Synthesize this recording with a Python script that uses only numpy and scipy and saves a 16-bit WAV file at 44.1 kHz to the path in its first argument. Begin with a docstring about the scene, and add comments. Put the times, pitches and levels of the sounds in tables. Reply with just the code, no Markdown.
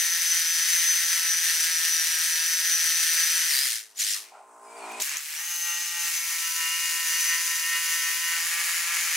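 """Rotary hammer in a stairwell

A corded rotary hammer bores two holes in a concrete landing of a bare stairwell, heard through a phone.
Blows buzz in the slab as a stack of overtones and the gears whine at 36 teeth a blow. Noise bursts of grit
pulse with each blow over steady fan hiss. Between the holes the trigger is blipped with a click and short
squeals, feet fall, and a slower, duller hammering swells from further off; bright clanks, rings of narrow
noise, come as the second hole begins. Filtered stairwell air, a breathy falling whistle and a thin rising
strand fill the pause over a low rumble."""
import sys
import numpy as np
from scipy import signal
from scipy.fft import rfft, irfft, next_fast_len
from scipy.io import wavfile
from scipy.ndimage import uniform_filter1d

SR = 44100
rng = np.random.default_rng(int(sys.argv[2]) if len(sys.argv) > 2 else 0)


def transcribe(u):
    """Save the signal u as a 16-bit wav file named by the first command-line argument.

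    u: samples, shape (n,) or (channels, n), limited to [-1, 1]; the rate is SR.
    q: integer samples, one column per channel.
    """
    v = np.clip(np.atleast_2d(u).T, -1, 1)
    q = np.round(v * 32767).astype(np.int16)
    wavfile.write(sys.argv[1], SR, q)


N = 403952
T = np.arange(N) / SR  # time, s
M = next_fast_len(N)  # spectrum length, samples
BIN_HZ = np.arange(M // 2 + 1) * SR / M
SECOND_HOLE = T > 4.6  # tone colours switch here, in the pause between the holes


def undb(db):
    """dB to gain."""
    return 10 ** (np.asarray(db) / 20)


def unit(x):
    """Scaled to rms 1."""
    return x / np.sqrt(np.mean(x ** 2))


def ramp(s, length):
    """0 before s, 1 after s + length."""
    return np.clip((T - s) / length, 0, 1)


def curve(*tables, level):
    """Columns of tables over time; the level column falls to -100 dB just outside each table."""
    rows = []
    for table in tables:
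        table = np.array(table, float)
        before, after = table[0].copy(), table[-1].copy()
        before[0] -= 0.01
        after[0] += 0.03
        before[level] = after[level] = -100
        rows += [before, table, after]
    s, *columns = np.vstack(rows).T
    return [np.interp(T, s, c) for c in columns]


def walk(rate):
    """Random levels held 1 / rate s and smoothed twice; spread near 1."""
    k = max(int(SR / rate), 1)
    held = np.repeat(rng.standard_normal(4000), k)[:N]
    held = np.resize(held, N)
    return np.sqrt(2) * uniform_filter1d(uniform_filter1d(held, k), k)


def over_hz(points):
    """A (Hz, value) table spread over the spectrum bins, straight between points in log frequency."""
    hz, values = np.transpose(points)
    return np.interp(np.log(np.maximum(BIN_HZ, 1)), np.log(np.maximum(hz, 1)), values)


def colour(x, points):
    """Shaped by a (Hz, dB) spectrum."""
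    return irfft(rfft(x, M) * undb(over_hz(points)), M)[..., :N]


def ringing(x, rings):
    """Bell-shaped boosts at the broad resonances."""
    boost_db = sum(db * np.exp(-.5 * ((BIN_HZ - hz) / width * 2) ** 2) for hz, width, db in rings)
    return irfft(rfft(x, M) * undb(boost_db), M)[..., :N]


def split(x, hz, kind):
    """Gentle low- or high-pass."""
    return signal.sosfilt(signal.butter(2, hz, kind, output="sos", fs=SR), x)


def three_bands(x, low_hz, high_hz):
    """Low, middle and high parts that add up to the whole."""
    low, high = split(x, low_hz, "low"), split(x, high_hz, "high")
    return low, x - low - high, high


# how much left and right noise agree: freq_hz, likeness (0-1)
STEREO_LIKENESS = [(60, 0.42), (130, 0.49), (290, .98), (640, 1), (1410, 0.69), (3100, 0.66), (6820, 0.73),
                   (15000, 0.04)]
# balance of the noise: freq_hz, left_minus_right_db
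STEREO_TILT = [(60, 0.1), (200, -0.3), (700, 1), (1290, -1.3), (2380, 1.5), (4400, 0.5), (8120, 2.0),
               (15000, 4)]
ECHO_SHARE, ECHO_S = 0.14, 0.000688  # power share of the left-right difference that is a near-wall echo


def pair(gate):
    """Gated noise at both microphones: alike in the upper bass and mids, least alike at the very top."""
    mid, side = (rfft(gate * rng.standard_normal(N), M) for _ in range(2))
    likeness = np.clip(over_hz(STEREO_LIKENESS), 0, 1)
    tilt_db = over_hz(STEREO_TILT) / 2
    echo = mid * np.exp(-2j * np.pi * BIN_HZ * ECHO_S)
    side = np.sqrt(ECHO_SHARE) * echo + np.sqrt(1 - ECHO_SHARE) * side
    mid = mid * np.sqrt((1 + likeness) / 2)
    side = side * np.sqrt((1 - likeness) / 2)
    return irfft([(mid + side) * undb(tilt_db), (mid - side) * undb(-tilt_db)], M)[:, :N]


def tones(cycles, orders_db, wander_db, rate, side, slip=0.51, scatter=1):
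    """Overtones of a cycle count; each swells and slips (radians) alone, with a left-right phase lean."""
    out = 0
    for multiple, db in orders_db:
        lean = side * walk(rate / 4)
        start = scatter * rng.random()
        phase = 2 * np.pi * (multiple * cycles + start) + slip * walk(rate) + np.array([lean, -lean])
        out = out + np.sqrt(2) * undb(db + wander_db * walk(rate)) * np.sin(phase)
    return out


# trigger pulls: start_s, release_s, rise_db_per_s, hiss_db (before the bite),
# grind_db (below 3 kHz, re hiss), treble_db (above 9 kHz, re hiss)
TRIGGER_PULLS = [(-1, 3.751, 700, -24.5, 1.5, -2.5), (4, 4.14, 603, -27, -4, -5), (5, 10, 8000, -27, 0, 2)]
# how hard the bit bites, added to the pulls: time_s, hiss_db, grind_db, treble_db
BITE_SHADES = [(0, 0.5, 2.5, 3.5), (.6, 0, 0.5, 1), (.75, 1.5, 2.5, 2.5), (1.35, -0.5, 2.5, 1.5),
               (1.5, 1.5, 1, 0.5), (2.4, -0.5, 0.5, 2.5), (2.6, 0, 1.5, 1.5), (2.9, 0.5, 1.5, 1),
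               (3.2, 1.5, 1, 2), (3.45, 1, 3.5, 0), (3.58, 2, 2.5, 4.5), (3.75, -1, -1.5, -1),
               (3.85, -1.5, 2.5, -10), (5.01, -2, -3, -3), (5.06, -3.5, 3, 3.5), (5.15, -6, 8.5, -11),
               (5.22, -8.5, 2, 1), (5.4, -6, 5, 1), (5.6, -6.5, -4, 4.5), (5.86, -2.5, -1.5, -1),
               (6.0, -5, -2, 1.5), (6.6, -2.5, -2.5, 2), (7.27, -0.4, 0.5, 1), (8.27, -2, -0.5, 2),
               (8.33, -1, 3.5, 1), (9.16, -0.5, 5, -2)]
COAST_DB_PER_S, COAST_KNEE_S = 192, 0.016


def trigger():
    """Hiss, grind and treble dB: each pull rises fast, holds and coasts down; the bite shades the holes."""
    start, release, rise, hiss_db, grind_db, treble_db = np.transpose(TRIGGER_PULLS)[:, :, None]
    coast_s = COAST_KNEE_S * np.logaddexp(0, (T - release) / COAST_KNEE_S)
    each_db = hiss_db - rise * np.maximum(start - T, 0) - COAST_DB_PER_S * coast_s
    now = np.argmax(each_db, axis=0)
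    s, *shades = np.transpose(BITE_SHADES)
    bite = [(now != 1) * np.interp(T, s, c) for c in shades]  # the blip spins free
    return np.max(each_db, axis=0) + bite[0], grind_db[now, 0] + bite[1], treble_db[now, 0] + bite[2]


# gear mesh speed before the wobble, the first hole ending in a snag as the bit is pulled out: time_s, mesh_hz
FIRST_HOLE_MESH = [(0, 6070), (.33, 6057), (.44, 5930), (.51, 6070), (.59, 5975), (.68, 6107), (1.16, 6056),
                   (1.29, 5950), (1.53, 5940), (1.61, 5910), (1.79, 5876), (1.94, 5934), (1.99, 5826),
                   (2.07, 5940), (2.17, 5800), (2.27, 5950), (2.38, 5870), (2.49, 5945), (2.7, 5985),
                   (2.85, 5926), (3.46, 5995), (3.49, 5890), (3.52, 4993), (3.55, 4680), (3.58, 4700),
                   (3.645, 5090), (3.68, 4380), (3.72, 4086)]
# spin-up for the second hole: time_s, mesh_hz
SPIN_UP_MESH = [(5.36, 5570), (5.4, 5970), (5.44, 6236)]
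# blow rate once the second hole is up to speed: time_s, blows_per_s
SECOND_HOLE_BLOWS = [(5.52, 173.1), (5.74, 171.4), (5.81, 172.6), (6.11, 170), (6.5, 167), (6.67, 166.4),
                     (6.73, 167.2), (7.02, 167.5), (7.08, 166.1), (7.16, 167.8), (7.35, 167.9), (7.41, 167),
                     (7.51, 167.8), (7.61, 166.9), (7.69, 168.5), (7.85, 167.2), (8.31, 168.4),
                     (8.38, 166.5), (8.49, 168.7), (8.57, 168.9), (8.6, 171.2), (8.69, 170.0)]
# last of the second hole: time_s, mesh_hz
LAST_MESH = [(9.0, 6127), (9.16, 6060)]
TEETH, PINION = 36, 7  # teeth passing per blow; teeth on the armature's pinion
BLIP_MESH_HZ = 3694  # the blip never reaches working speed
SPEED_WOBBLE, WOBBLE_PER_S = .0015, 25  # share of speed, changes per s


def blow_count():
    """Running count of blows from the mesh speed; the load shakes it, which blurs the highest tones most."""
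    blip = [(s, BLIP_MESH_HZ) for s in TRIGGER_PULLS[1][:2]]
    second = np.multiply(SECOND_HOLE_BLOWS, [1, TEETH])
    speed = np.vstack([FIRST_HOLE_MESH, blip, SPIN_UP_MESH, second, LAST_MESH])
    mesh_hz = np.interp(T, *speed.T) * (1 + SPEED_WOBBLE * walk(WOBBLE_PER_S))
    return np.cumsum(mesh_hz) / TEETH / SR


# noise spectrum, one list per hole: freq_hz, relative_db
GRIT_COLOUR = [
    [(88, -89), (150, -55), (457, -46), (979, -25), (1120, -26.5), (1310, -16.5), (1830, -4.5),
     (2310, -7.5), (3420, -6), (5570, -3.5), (6020, -2), (6910, -5.5), (9260, -8.5), (13400, -7.5),
     (16000, -13)],
    [(88, -86), (150, -64), (774, -29), (837, -17.5), (923, -19.5), (979, -19.5), (1080, -15.5),
     (1420, -9.5), (1830, -3), (2920, -3.5), (3350, -7), (6140, -1.5), (8070, -4), (14000, -9.5),
     (16000, -11)],
]
# broad rings of bit and housing, one list per hole: centre_hz, width_hz, boost_db
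HOUSING_RINGS = [
    [(1890, 220, 1.5), (6460, 1400, -0.5), (9230, 950, 6)],
    [(2260, 1060, 2.5), (4840, 500, 2.5), (6890, 500, 5), (10070, 960, 4)],
]
# steady noise beside the bursts, one per trigger pull: share (gain)
STEADY_GAIN = [0.21, 0.41, 0.39]
CHIP_DB, CHIP_SCATTER_DB = -1.5, 3.5  # level before the noise is coloured, and spread
CHIP_LENGTH, CHIP_LOW_HZ = 0.17, 2470  # decay in blows, high-pass


def hiss(blows):
    """Each blow throws a rounded grit burst and a sharp stone chip, sized apart, over fan and brush noise."""
    hiss_db, grind_db, treble_db = trigger()
    blow, since_blow = blows.astype(int), blows % 1

    burst_size = undb(1.6 * rng.standard_normal(2000))[blow]
    burst = burst_size * np.exp(-since_blow / 0.53)
    burst = uniform_filter1d(uniform_filter1d(burst, size=120), size=90)
    steady = np.select([T < 3.9, T < 4.6], STEADY_GAIN[:2], STEADY_GAIN[2])
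    flutter = undb(0.38 * walk(6) + 0.65 * walk(18))

    chip_size = undb(CHIP_DB + CHIP_SCATTER_DB * np.tanh(rng.standard_normal(2000)))[blow]
    chip = chip_size * np.exp(-since_blow / CHIP_LENGTH)
    chips = split(pair(uniform_filter1d(chip, size=30)), CHIP_LOW_HZ, "high")

    noise = pair((steady + burst) * flutter) + chips
    first, second = (colour(noise, c) for c in GRIT_COLOUR)
    first = unit(ringing(first, HOUSING_RINGS[0]))
    sunk = ramp(5.9, 0.69)  # the second hole starts to ring once the bit is gripped
    second = sunk * unit(ringing(second, HOUSING_RINGS[1])) + (1 - sunk) * unit(second)
    full = np.where(SECOND_HOLE, second * undb([[-.3], [.3]]), first)
    low, mid, high = three_bands(full, 3000, 9000)
    return (mid + low * undb(grind_db) + high * undb(treble_db)) * undb(hiss_db)


# strength of the blows before the flutter, one list per hole: time_s, level_db
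BUZZ_LEVEL = [
    [(0, -55), (.1, -55), (1.8, -55.5), (3.47, -54)],
    [(5.38, -68), (5.5, -59), (6.3, -54), (7.1, -52), (8.3, -53), (9.16, -52.5)],
]
# overtones of the blow rate, in dB re buzz: multiple, first_hole_db, then in the second hole
# skating_db, gripping_db, leaning_db, full_weight_db, easing_off_db
SLAB_OVERTONES = [(3, -30, -24, -32, -37, -38, -21), (4.01, -18, -15.5, -22, -27, -25, -13.5),
                  (5.027, -9, 0.5, -6.5, -13.5, -10, -6.5), (6.007, -5.5, -7, -3, 3.5, 3.5, -1.5),
                  (7, -9, 3, -3, -7, -4, 2), (7.965, 3.5, 3, 2, 4.5, 5, 3), (9, 4.5, 3, -5, 2, 5, -10),
                  (9.99, 11, -13, 0, -19, -5, 8), (10.993, 14, 13.5, 9.5, 12.5, 16, 10.5),
                  (11.98, 8.5, 2, 5, 6.5, 12, -8), (13.05, 5, 3, 9.5, 6.5, 7.5, 9.5),
                  (14.05, 5, 6.5, 6, 1, -3, 4), (15, 4, -12, -5, 5, 6.5, 2), (16, 4.5, 11, 7, -14, -17, -7),
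                  (16.99, -3, 9, -8, 14.5, 13, -1), (18, 1, -13, -18, -8, -9, -13),
                  (19, 5, -10, -8, -5, 1.5, 0), (20.1, -2, -10, -5, -9, -1, -3),
                  (21.83, 5, -6, -6, -6, -0.5, -4), (23.03, 3, -6, -6, -9, -2, -8),
                  (25.95, 4.5, -7, -3, -2, -2, 2), (26.8, 9, -4, -4, 1, 4.5, -3)]
# when the second hole starts to grip, lean, take full weight and ease off: start_s
WEIGHT_STAGES = [5.98, 6.3, 7.02, 8.36]
STAGE_RAMP_S = 0.16


def buzz(blows):
    """Regular blows through the slab: an overtone stack whose balance shifts with the weight on the drill."""
    flutter_db = np.where(SECOND_HOLE, 1.8, .7) * walk(22)  # the whole stack moves together
    db = curve(*BUZZ_LEVEL, level=1)[0] + flutter_db
    steps = np.array([ramp(s, STAGE_RAMP_S) for s in WEIGHT_STAGES])
    stack = []
    for multiple, first_db, *stages_db in SLAB_OVERTONES:
        second_db = stages_db[0] + np.diff(stages_db) @ steps
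        stack.append((multiple, db + np.where(SECOND_HOLE, second_db, first_db)))
    # small scatter: overtones of one blow start nearly in step
    return tones(blows, stack, wander_db=1.6, rate=24, side=0.2, slip=.25, scatter=.08)


# whine before its flicker and stereo lean, one list per hole: time_s, level_db
WHINE_CURVES = [
    [(0, -29.5), (.55, -31), (.75, -27), (1.2, -30.5), (2.2, -32), (2.55, -29.5), (2.75, -30.5),
     (3.3, -29.5), (3.5, -30.5), (3.64, -32), (3.67, -42), (3.72, -43)],
    [(5.36, -43), (5.53, -36.5), (5.84, -33.5), (5.94, -46), (6.03, -32.5), (6.1, -47), (6.16, -35),
     (6.21, -41), (6.27, -35), (6.35, -41.5), (6.43, -40), (6.5, -39), (6.8, -43), (6.9, -42), (7.0, -48),
     (7.1, -33), (7.4, -34), (7.85, -42), (8.04, -36), (8.35, -43.5), (8.54, -42.5), (8.7, -48),
     (9.05, -40), (9.16, -45)],
]
# sidebands and octave of the mesh: multiple (of the blow rate)
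SIDEBAND_MULTIPLES = [29, 30, 31, 32, 33, 34, 35, 37, 38, 40, 71, 72]
# their levels re the capped whine, which is raised 6 dB before the cap in the second hole:
# first_hole_db, second_hole_db
SIDEBAND_LEVELS = [(-15, -20), (-14, -15.5), (-15, -15.5), (-28, -25), (-12.5, -31), (-22, -32), (-19, -13),
                   (-7, -14), (-26, -14.5), (-15.5, -13), (-22, -20), (-15.5, -13)]
# motor tones, same reference: multiple (of the armature's turns), first_hole_db, second_hole_db
ARMATURE_TONES = [(6, -19, -12.5), (8, -26, -25), (12, -14.5, -13), (16, -30, -14)]
# side and motor tones stop following the whine above this, one per hole: cap_db
SIDE_CAPS = [-30.5, -34]
WHINE_FLICKER_DB = 1.5


def gears(blows):
    """The tooth mesh sings with sidebands whole blows apart; the armature adds its own tones."""
    whine_db = curve(*WHINE_CURVES, level=1)[0] + WHINE_FLICKER_DB * walk(12)
    first_ref_db = np.minimum(whine_db, SIDE_CAPS[0])
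    second_ref_db = np.minimum(whine_db + 6, SIDE_CAPS[1])
    # in the second hole the lowest sidebands wait for grip and weight, the highest tones for the grip only
    before_grip, before_weight = 1 - ramp(6.1, .3), 1 - ramp(6.3, .4)
    sides = []
    for k, (first_db, second_db) in zip(SIDEBAND_MULTIPLES, SIDEBAND_LEVELS):
        sides.append((k, first_db, second_db - 12 * (k < 32) * before_weight))
    motor = [(k * TEETH / PINION, first_db, second_db) for k, first_db, second_db in ARMATURE_TONES]

    lines = [(TEETH, whine_db)]
    for k, first_db, second_db in sides + motor:
        wait_db = 6 * ((k > 60) | (k < 32)) * before_grip
        lines.append((k, np.where(SECOND_HOLE, second_ref_db + second_db - wait_db, first_ref_db + first_db)))
    blows_per_s = np.gradient(blows) * SR
    slip = .5 + np.abs(np.log(blows_per_s / 167)) * 5  # the teeth chatter off the working speed
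    return tones(blows, lines, slip=slip, wander_db=2.0, rate=70, side=0.25) * undb([[1.1], [-1.1]])


# squeals of the free-spinning blip: start_s, from_hz, to_hz, length_s, peak_db (before the stereo lean)
BLIP_SQUEALS = [(3.952, 5900, 6100, 0.016, -49), (3.97, 7000, 7060, .015, -33),
                (3.991, 6750, 7350, 0.025, -25), (4.013, 5920, 5900, .02, -25),
                (4.03, 6000, 6500, .015, -28), (4.043, 4670, 4750, .012, -28),
                (4.045, 7500, 8000, .015, -31), (4.095, 7200, 7200, 0.031, -30),
                (4.123, 6200, 5800, .02, -30), (4.135, 5500, 5310, .012, -28)]


def squeals():
    """Short gliding tones, slightly rough in phase and a little louder on the left."""
    out = np.zeros(N)
    for s, from_hz, to_hz, length, db in BLIP_SQUEALS:
        u = (T - s) / length
        hz = from_hz + (to_hz - from_hz) * np.clip(u, 0, 1)
        swell = np.exp(-8 * (u - .5) ** 2)
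        out += undb(db) * swell * np.sin(2 * np.pi * np.cumsum(hz) / SR + 1.28 * walk(500))
    return out * undb([[1], [-1]])


def knocks(events, t60, rise_s, width_hz, crack_db):
    """Short rings of narrow noise with a broad crack at the top."""
    out, t = np.zeros((2, N)), T[:SR // 4]
    k = max(int(SR / width_hz), 1)
    for s, db, hz in events:
        a, b, c = rng.standard_normal((3, len(t)))
        a, b = (uniform_filter1d(uniform_filter1d(v, k), k) for v in (a, b))
        ring = unit(a * np.sin(2 * np.pi * hz * t) + b * np.cos(2 * np.pi * hz * t))
        crack = undb(crack_db) * np.diff(c, prepend=0) * np.exp(-t / 0.0021)
        hit = ring * 1000 ** (-t / t60) + crack
        start = int(s * SR)
        out[:, start:start + len(t)] += undb(db) * hit * (1 - np.exp(-t / rise_s))
    return split(out, 690, "high")


# the click as the trigger blip starts, then bright clanks as the second hole begins:
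# start_s, level_db (before rise, decay and high-pass), ring_hz
CLICK_AND_CLANKS = [(3.992, -22, 6840), (4.915, -37, 2620), (4.92, -38, 6400), (4.96, -50, 8400),
                    (5.005, -30, 6240), (5.0095, -24, 7580), (5.0207, -17, 6700), (5.064, -26, 6650),
                    (5.0924, -24, 6550), (5.1034, -42, 5870), (5.169, -21.5, 6430), (5.181, -25, 6880)]


def click_and_clanks():
    """A click and a run of clanks: bright rings that die within hundredths of a second."""
    return knocks(CLICK_AND_CLANKS, t60=0.018, rise_s=0.00079, width_hz=940, crack_db=-4)


# slow hammering: time_s, level_db
FAR_SWELL = [(3.55, -73), (3.8, -74), (3.97, -66), (4.03, -69), (4.11, -72), (4.18, -63), (4.45, -60),
             (4.72, -51.5), (4.85, -45), (5.012, -45), (5.045, -76), (5.11, -74), (5.155, -61), (5.19, -75)]
# its speed: time_s, blows_per_s
FAR_SPEED = [(3.6, 56.5), (3.85, 56.4), (4.0, 58.4), (4.2, 59), (4.45, 58), (4.75, 57.9), (4.9, 56.7),
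             (5.25, 56.3)]
# its overtones before the dulling: multiple (of its blow rate), level_db (re the swell)
FAR_OVERTONES = [(4, -15.5), (5, -13.5), (6, -16), (7, -7), (8, -11), (9, -31), (10, -15), (11, -5.5),
                 (12, -8), (13, -9), (14, -8.5), (15, -8.5), (16, -5), (17, -8.5), (18, -1), (19, -25),
                 (20, -22)]


def far_hammer():
    """Slow blows through the building: clean low overtones and a rattle once a blow."""
    db, = curve(FAR_SWELL, level=1)
    blows = np.cumsum(np.interp(T, *np.transpose(FAR_SPEED))) / SR
    dull_db = np.clip((4.55 - T) / 0.55, 0, 1)  # per overtone: at first only the low ones get through
    deep_db = 5 * ramp(4.82, .1) - 5  # the deepest overtones come in last
    orders = [(k, own_db - max(k - 7, 0) * dull_db + (k < 6) * deep_db) for k, own_db in FAR_OVERTONES]
    stack = tones(blows, orders, wander_db=2.5, rate=24, side=0.15, slip=0.46)
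    rattle_colour = [(40, -32), (150, -32), (200, -42), (400, -16), (900, -2), (1400, -1.5), (2500, -28.0)]
    rattle = colour(pair(0.6 + np.exp(-(blows % 1) / 0.24)), rattle_colour)
    return undb(db) * (stack + undb(-0.5) * unit(rattle))


# bare footfalls: start_s, level_db (before rise, decay and high-pass), ring_hz
FOOTFALLS = [(4.149, -44.5, 1196), (4.312, -42.5, 788), (4.335, -46, 1320), (4.347, -41, 750),
             (4.392, -42.5, 756), (5.149, -52, 1240)]


def footsteps():
    """Footfalls: soft-edged, lower rings with almost no crack."""
    return knocks(FOOTFALLS, t60=0.25, rise_s=0.011, width_hz=440, crack_db=-40)


# stairwell air before its high-pass, rows below 3 kHz, 3-6 kHz, above 6 kHz: tail_db, stillest_db, fullest_db
AIR_BANDS = [(-49, -70.5, -43), (-53, -65.5, -43), (-63, -61, -44.5)]
# air spectrum: freq_hz, relative_db
AIR_SPECTRUM = [(900, -38), (1300, -28), (1900, -6), (2400, -3.5), (3200, -10.5), (5000, -3), (6500, 0),
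                (8200, 1), (9800, -5), (11000, -18), (16000, -32)]
# narrow resonances in the air: centre_hz, width_hz, boost_db
AIR_STRANDS = [(2416, 100, 1), (8200, 400, 4.5), (10010, 300, 6)]
# a faint, breathy whistle that falls: time_s, pitch_hz, level_db
FALLING_WHISTLE = [(4.61, 4900, -76), (4.64, 5000, -70), (4.7, 4950, -68), (4.77, 4700, -65),
                   (4.84, 4280, -59), (4.9, 4200, -66)]
# a rough rising strand: time_s, pitch_hz, level_db
RISING_STRAND = [(4.66, 2310, -69), (4.75, 2373, -57), (4.83, 2400, -53.5), (4.9, 2465, -50),
                 (5.0, 2490, -54.5)]
# the air dies away after the blip, then swells until the drill restarts
AIR_TAIL_S, AIR_STILL_S, AIR_FULL_S, AIR_END_S = 4.24, 4.54, 4.874, 5.0


def air():
    """Stairwell air as coloured noise, a whistle with its octave and a thin strand between the holes."""
    wind = ringing(colour(pair(undb(1.6 * walk(30))), AIR_SPECTRUM), AIR_STRANDS)
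    swelling = 0
    for (tail, still, full), band in zip(AIR_BANDS, three_bands(wind, 3000, 6000)):
        points = [(AIR_TAIL_S, tail), (AIR_STILL_S, still), (AIR_FULL_S, full), (AIR_END_S, full)]
        swelling = swelling + undb(curve(points, level=1)[0]) * unit(band)

    hz, whistle_db = curve(FALLING_WHISTLE, level=2)
    octave_db = whistle_db - 60 * np.maximum(T - 4.7, 0)  # the octave dies first
    whistle = tones(np.cumsum(hz) / SR, [(1, whistle_db), (2, octave_db)],
                    wander_db=4.0, rate=200, side=.6, slip=1.7)
    hz, strand_db = curve(RISING_STRAND, level=2)
    strand = tones(np.cumsum(hz) / SR, [(1, strand_db)], wander_db=4.0, rate=90, side=.4, slip=1.3)
    return split(swelling, 900, "high") + whistle + strand


def floor():
    """A faint low rumble that flickers and sinks in the pauses of the drill."""
    drill_db = np.maximum(trigger()[0], -60)
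    noise = 0.77 * rng.standard_normal((2, N)) + rng.standard_normal(N)  # partly shared left and right
    rumble = unit(colour(noise, [(20, -3.5), (150, -5), (400, -4.5), (800, -36)]))
    return rumble * undb(-78.5 + 0.17 * drill_db + 1.7 * walk(5))


def scene():
    """One blow count drives the hiss, buzz and gears; the other sources are laid beside them."""
    blows = blow_count()
    drill = hiss(blows) + buzz(blows) + gears(blows) + squeals()
    return drill + click_and_clanks() + far_hammer() + footsteps() + air() + floor()


def record(dry):
    """The phone cuts the top with a steep low-pass at 15720 Hz."""
    return signal.sosfilt(signal.ellip(10, .2, 70, 15720, fs=SR, output="sos"), dry)


dry = scene()
out = record(dry)
transcribe(out)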